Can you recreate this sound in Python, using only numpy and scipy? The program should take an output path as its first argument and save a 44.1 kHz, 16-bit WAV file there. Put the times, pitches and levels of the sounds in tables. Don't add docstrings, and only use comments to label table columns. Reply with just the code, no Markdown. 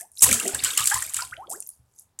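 import sys
import numpy as np
from scipy import signal
from scipy.fft import rfft, irfft
from scipy.io import wavfile
from scipy.ndimage import uniform_filter1d

SR = 44100
rng = np.random.default_rng(int(sys.argv[2]) if len(sys.argv) > 2 else 0)


def output_pcm(signal):
    pcm = np.clip(np.atleast_2d(signal).T, -1, 1) * 32767
    wavfile.write(sys.argv[1], SR, np.round(pcm).astype(np.int16))


N = 97020
TIME = np.arange(N) / SR

# (frequency [Hz], relative level [dB])
SPLATTER_COLOUR = [(500, -29), (1000, -14.5), (2500, -2.5), (5000, 0.5), (7000, -10)]
BUBBLE_CYCLES = 5.6
CHURN_LOW_HZ = 716


def from_db(db):
    return 10 ** (np.asarray(db) / 20)


def rms_one(x):
    return x / np.sqrt(np.mean(x ** 2) + 1e-20)


def level(curve):
    return from_db(np.interp(TIME, *np.transpose(curve)))


def at_hz(points, hz):
    f, db = np.transpose(points)
    return np.interp(np.log(np.maximum(hz, 1)), np.log(f), db)


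def add(out, s, x):
    i = int(np.clip(s * SR, 0, N))
    out[i:i + len(x)] += x[:N - i]


def coloured(x, spectrum, size=4096):
    magnitude = from_db(at_hz(spectrum, np.arange(size // 2 + 1) * SR / size))
    cepstrum = irfft(np.log(magnitude))
    cepstrum[1:size // 2] *= 2
    cepstrum[size // 2 + 1:] = 0
    pulse = irfft(np.exp(rfft(cepstrum)))
    return signal.fftconvolve(x, pulse / np.linalg.norm(pulse))[:len(x)]


def above(x, hz, order=4):
    return signal.sosfilt(signal.butter(order, hz, "high", fs=SR, output="sos"), x)


def evened(x, size=1500):
    return x / np.sqrt(np.abs(uniform_filter1d(x ** 2, size)) + 1e-9)


def wobble(size, count=120):
    return rms_one(uniform_filter1d(uniform_filter1d(rng.standard_normal(size), count), count))


def bubble(hz, decay_s, rise, attack_s):
    t = TIME[:int(6 * decay_s * SR) + 2]
    envelope = (1 - np.exp(-t / attack_s)) * np.exp(-t / decay_s)
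    return envelope * np.sin(2 * np.pi * hz * t * (1 + rise * t / decay_s / 2))


def bubble_cloud(pitches, per_s, cycles, count=6000):
    spread_db, rise = 5, 0.049
    out, low, high = np.zeros(N), pitches[0][0], pitches[-1][0]
    for when, where, size, sign in rng.random((count, 4))[:int(per_s * N / SR)]:
        hz = low * (high / low) ** where
        db = at_hz(pitches, hz) - spread_db * np.log(max(size, .01))
        gain = np.sign(sign - .5) * from_db(db) * np.sqrt(hz / low)
        add(out, when * N / SR, gain * bubble(hz, cycles / hz, rise, 1 / hz))
    return evened(out)


def patter(spectrum):
    droplets_per_s, clump_db, clump_s = 5900, 7.5, .003
    ticks = (rng.random(N) < droplets_per_s / SR) * rng.choice([-1, 1], N)
    clumps = from_db(clump_db * wobble(N, count=int(clump_s * SR)))
    return evened(coloured(ticks * clumps, spectrum))


def clumped(x, count=5):
    clump_db, clump_s = 5, .008
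    out = 0
    for hz in CHURN_LOW_HZ * 2 ** np.arange(count):
        low = signal.sosfiltfilt(signal.butter(4, hz, fs=SR, output="sos"), x)
        out = out + low * from_db(clump_db * wobble(N, count=int(clump_s * SR)))
        x = x - low
    return evened(out + x, size=3000)


def tick(hz, decay_s):
    half_width = 0.17
    t = TIME[:int(6 * decay_s * SR) + 2]
    edges = hz * np.exp([-half_width, half_width])
    band = signal.butter(2, edges, "band", fs=SR, output="sos")
    noise = rms_one(signal.sosfilt(band, rng.standard_normal(SR)))
    return np.exp(-t / decay_s) * noise[:len(t)]


def spray():
    # (time [s], level [dB])
    spray_curve = [(0, -34.5), (.1, -76), (.19, -36), (.215, -33), (.245, -21), (.30, -24), (.38, -36),
                   (.46, -31), (.53, -41), (.62, -42), (.66, -32), (.75, -32.5), (.79, -32), (.93, -28),
                   (1.12, -40.5), (1.18, -31.5), (1.36, -59.5), (1.485, -72), (1.503, -32.5), (1.53, -35.5),
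                   (1.59, -53), (1.70, -52), (1.82, -81.5), (1.92, -73), (2.005, -49.5), (2.1, -90.5)]
    # (frequency [Hz], relative level [dB])
    spray_colour = [(700, -49.5), (4000, -30.5), (5400, -5.5), (7700, -0.5), (9500, 5.5), (11500, 3.5),
                    (13000, -12.5), (15500, -22)]
    # (pitch [Hz], relative level [dB])
    fizz_pitches = [(4500, -12.5), (7800, 3), (13000, -5)]
    fizz_per_s, fizz_cycles = 1800, 8
    impact_db, fizz_db = -6, -3.5
    fizz = above(bubble_cloud(fizz_pitches, fizz_per_s, fizz_cycles), fizz_pitches[0][0])
    return level(spray_curve) * (from_db(impact_db) * patter(spray_colour) + from_db(fizz_db) * fizz)


def churn():
    # (time [s], level [dB])
    churn_curve = [(0, -58.5), (.1, -112), (.21, -72), (.23, -35), (.32, -37), (.37, -43), (.46, -44),
                   (.53, -49), (.62, -46), (.66, -36), (.75, -51), (.80, -31), (.87, -49), (.94, -39),
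                   (1.12, -56.5), (1.17, -42), (1.23, -50), (1.30, -68), (1.42, -89.5), (1.8, -92)]
    # (pitch [Hz], relative level [dB])
    churn_pitches = [(800, -13.5), (1200, 1), (3000, 4), (5500, -0.5)]
    # (time [s], level [dB])
    slosh_curve = [(0, -60), (.21, -111), (.225, -61), (.29, -32), (.35, -44), (.41, -49.5), (.46, -30),
                   (.52, -44.5), (.6, -49.5), (.82, -57.5), (.92, -64), (1.06, -56.5), (1.14, -68),
                   (1.45, -63.5), (1.49, -54.5), (1.56, -53), (1.66, -81.5)]
    # (pitch [Hz], relative level [dB])
    slosh_pitches = [(170, -9), (300, -4), (430, -1.5), (900, 1)]
    bubbles_per_s, glugs_per_s, glug_cycles = 2000, 500, 5.4
    small_db, deep_db, splatter_db = 4.5, -0.5, -1.5
    small = above(bubble_cloud(churn_pitches, bubbles_per_s, BUBBLE_CYCLES), CHURN_LOW_HZ)
    deep = bubble_cloud(slosh_pitches, glugs_per_s, glug_cycles)
    splatter = clumped(patter(SPLATTER_COLOUR))
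    breaking = from_db(small_db) * small + from_db(splatter_db) * splatter
    return level(churn_curve) * breaking + level(slosh_curve) * from_db(deep_db) * deep


def gurgles(size=8000):
    # (time [s], length [s], first pitch [Hz], last pitch [Hz], level [dB])
    pockets = [(0, 0.022, 1544, 2330, -44), (.006, 0.057, 620, 942, -47.5), (0.511, 0.058, 645, 1280, -42),
               (0.587, 0.019, 3400, 5360, -29.5), (0.911, 0.037, 770, 1107, -27),
               (1.32, 0.025, 1142, 3020, -31.5), (1.372, 0.086, 637, 1470, -37),
               (1.478, 0.016, 450, 950, -43), (1.497, 0.066, 605, 2204, -38),
               (1.531, 0.056, 300, 524, -44.5)]
    bend, swell = 1.35, .8
    roughness, waver = .24, .026
    out = np.zeros(N)
    for s, length, first_hz, last_hz, db in pockets:
        u = np.minimum(TIME[:size] / length, 1)
        hz = first_hz * (last_hz / first_hz) ** (u ** bend) * (1 + waver * wobble(size))
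        envelope = np.sin(np.pi * u ** swell) * (1 + roughness * wobble(size))
        add(out, s, from_db(db) * envelope * np.sin(2 * np.pi * np.cumsum(hz) / SR))
    return out


def drops():
    # (time [s], level [dB], pitch [Hz])
    drop_list = [(0.0101, -22, 8200), (0.117, -36, 9550), (0.173, -29, 3960), (0.193, -22.5, 5370),
                 (0.315, -9, 2320), (0.706, -12.5, 3630), (1.137, -17, 9560), (1.222, -17.5, 4920),
                 (1.310, -36.5, 3200), (1.367, -29, 3000), (1.471, -40.5, 3340), (1.497, -30, 11500),
                 (1.598, -39, 6900), (1.6035, -17, 9240), (1.624, -24.5, 7210), (1.626, -45.5, 2600),
                 (1.665, -33, 6850), (1.6725, -26, 12500), (1.6907, -20, 9950), (1.7021, -30, 9530),
                 (1.988, -34.5, 6570), (1.995, -31, 10800)]
    decay_s, rise, tick_db, ping_db = 0.0019, .01, -8, -3
    out = np.zeros(N)
    for s, db, hz in drop_list:
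        add(out, s, from_db(db + ping_db) * bubble(hz, decay_s, rise, 1 / hz))
        add(out, s, from_db(db + tick_db) * tick(hz, decay_s))
    return out


def slaps(size=6000):
    # (time [s], relative peak level [dB])
    slap_list = [(0.2072, -11.5), (0.2804, -9), (0.3107, -4), (0.3141, -9.5), (0.3262, 0), (0.34, -3),
                 (0.397, -7), (0.4485, -17.5), (0.4766, -6), (0.5454, -6), (0.6363, -4), (0.6452, -3),
                 (0.7054, -17), (0.774, -1), (0.7925, -12), (0.8039, -10), (0.839, -9), (0.8553, -6),
                 (0.8713, -0.5), (0.8985, -8.5), (0.941, -5), (1.022, -9), (1.0941, -16.5), (1.142, -8),
                 (1.1644, -7.5), (1.1863, -16), (1.2225, -17.5), (1.496, -28), (1.5135, -16.5),
                 (1.5232, -16.5), (2.1885, -15)]
    # (frequency [Hz], relative level [dB])
    slap_colour = [(700, -51.5), (3800, -32), (5500, -7.5), (7600, 6), (11000, -2.5), (13000, -8),
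                   (15500, -17)]
    attack_s, tail_s, tail_db = 0.0021, 0.048, -14.5
    ring_hz, ring_width_hz, ring_db = 7880, 1500, -4
    crack_grows = 0.6
    splat_db, splat_grows = -8, 0.85
    slap_db = -6
    out, t = np.zeros(N), TIME[:size]
    u = t / attack_s
    tail = from_db(tail_db) * np.minimum(u, 1) * np.exp(-t / tail_s)
    envelope = (u * np.exp(1 - u)) ** 2 + tail
    envelope_rms = np.sqrt(np.mean(envelope ** 2))
    edges = [ring_hz - ring_width_hz / 2, ring_hz + ring_width_hz / 2]
    band = signal.butter(2, edges, "band", fs=SR, output="sos")
    for s, db in slap_list:
        crack = rms_one(coloured(envelope * rng.standard_normal(size), slap_colour))
        splat = rms_one(coloured(envelope * rng.standard_normal(size), SPLATTER_COLOUR))
        ring = rms_one(signal.sosfilt(band, envelope * rng.standard_normal(size)))
        mix = from_db(crack_grows * db) * crack + from_db(ring_db) * ring
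        mix = mix + from_db(splat_db + splat_grows * db) * splat
        add(out, s, from_db(db + slap_db) * envelope_rms * mix / 2)
    return out


def burst():
    # (frequency [Hz], relative level [dB])
    burst_colour = [(59, -38.5), (100, -14), (614, -29), (1110, -15), (1620, -36.5), (2520, -17.5),
                    (3250, -19.5), (4960, -16), (7730, 2.5), (11100, -2), (15500, -18.5)]
    onset_s, attack_s, hold_s, decay_s, burst_db = 0.2206, 0.00055, 0.026, 0.002, -6
    t = TIME - onset_s
    envelope = np.clip(t / attack_s, 0, 1) * np.exp(-np.maximum(t - hold_s, 0) / decay_s)
    return from_db(burst_db) * coloured(envelope * rng.standard_normal(N), burst_colour)


def bowl(size=16000):
    # (time [s], level [dB])
    thuds = [(0.221, -35), (0.263, -32.5), (.31, -34), (0.534, -38.5), (0.626, -43), (0.796, -40),
             (0.942, -35.5), (1.061, -52), (1.158, -48), (1.237, -51), (1.311, -50.5), (1.376, -55.5),
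             (1.792, -53.5)]
    # (mean frequency [Hz], relative level [dB], 60 dB decay time [s])
    modes = [(77.25, 0.5, 0.25), (124, 1, 0.21), (153, -7, 0.063), (237, -8, 0.061)]
    attack_s, detune, scatter_db = 0.005, .06, 1.0
    out, t = np.zeros(N), TIME[:size]
    for s, db in thuds:
        for mean_hz, mode_db, t60 in modes:
            hz = mean_hz * (1 + detune * rng.standard_normal())
            ring = from_db(-60 * t / t60) * np.sin(2 * np.pi * (hz * t + rng.random()))
            gain = from_db(db + mode_db + rng.normal(0, scatter_db))
            add(out, s, gain * (1 - np.exp(-t / attack_s)) * ring)
    return out


def plinks(count=4):
    # (time [s], pitch [Hz], relative level [dB], decay [ms])
    plink_list = [(.257, 948, -18.5, 6.4), (0.309, 218, -34, 37), (0.316, 2017, -7, 2.2),
                  (0.398, 2650, -19, 4.6), (.405, 1253, -30.5, 8.4), (0.446, 377.4, -38.5, 53),
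                  (.548, 1590, -22.5, 5.3), (0.65, 2876, -19, 6.8), (0.654, 1463, -34, 38),
                  (.735, 3170, -21.5, 4.8), (0.775, 2776, -5.5, 2.7), (.778, 1155, -27.5, 18),
                  (0.81, 1080, -20.5, 8.5), (.913, 1553, -11, 7.4), (.914, 1330, -24, 4.6),
                  (0.958, 985, -22.5, 10.1), (1.023, 1760, -12, 2.14), (1.189, 1336, -25.5, 13.8),
                  (1.217, 950, -30, 9.9)]
    rise, attack_s, plink_db = 0.046, 0.006, 3.5
    roughness, tick_db = 0.38, -3.5
    shed_db, shed_spread, shed_s = -8, .25, 0.019
    out = np.zeros(N)
    for s, hz, db, decay_ms in plink_list:
        decay_s = decay_ms / 1000
        ring = from_db(db + plink_db) * bubble(hz, decay_s, rise, attack_s)
        peak = ring.max()
        rough_ring = ring * (1 + roughness * wobble(SR)[:len(ring)])
        add(out, s, rough_ring + from_db(tick_db) * peak * tick(hz, decay_s))
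        delays = shed_s * rng.random(count)
        pitches = hz * np.exp(shed_spread * rng.standard_normal(count))
        for delay, own_hz in zip(delays, pitches):
            fragment = bubble(own_hz, BUBBLE_CYCLES / own_hz, rise, 1 / own_hz)
            add(out, s + delay, from_db(shed_db) * peak * fragment)
    return out


def bathroom(x, size=22000):
    t60_s, gap_s = 0.22, 0.0016
    t = TIME[:size]
    tail = rng.standard_normal(size) * from_db(-60 * t / t60_s) * (t > gap_s)
    return signal.fftconvolve(x, tail / np.linalg.norm(tail))[:N]


def background():
    # (frequency [Hz], relative level [dB])
    floor_colour = [(25, -12.5), (80, 9), (300, -12.5), (950, -9), (2000, -20.5), (15000, -25.5)]
    return from_db(-71) * coloured(rng.standard_normal(N), floor_colour)


def scene():
    room_db = -11
    water = burst() + slaps() + spray() + drops() + churn() + plinks() + gurgles()
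    return (water + from_db(room_db) * bathroom(water) + bowl() + background())[None]


def record(dry):
    overload, cutoff_hz = 0.69, 15900
    rounded = overload * np.tanh(dry / overload)
    return signal.sosfilt(signal.ellip(10, .2, 80, cutoff_hz, fs=SR, output="sos"), rounded)


dry = scene()
out = record(dry)
output_pcm(out)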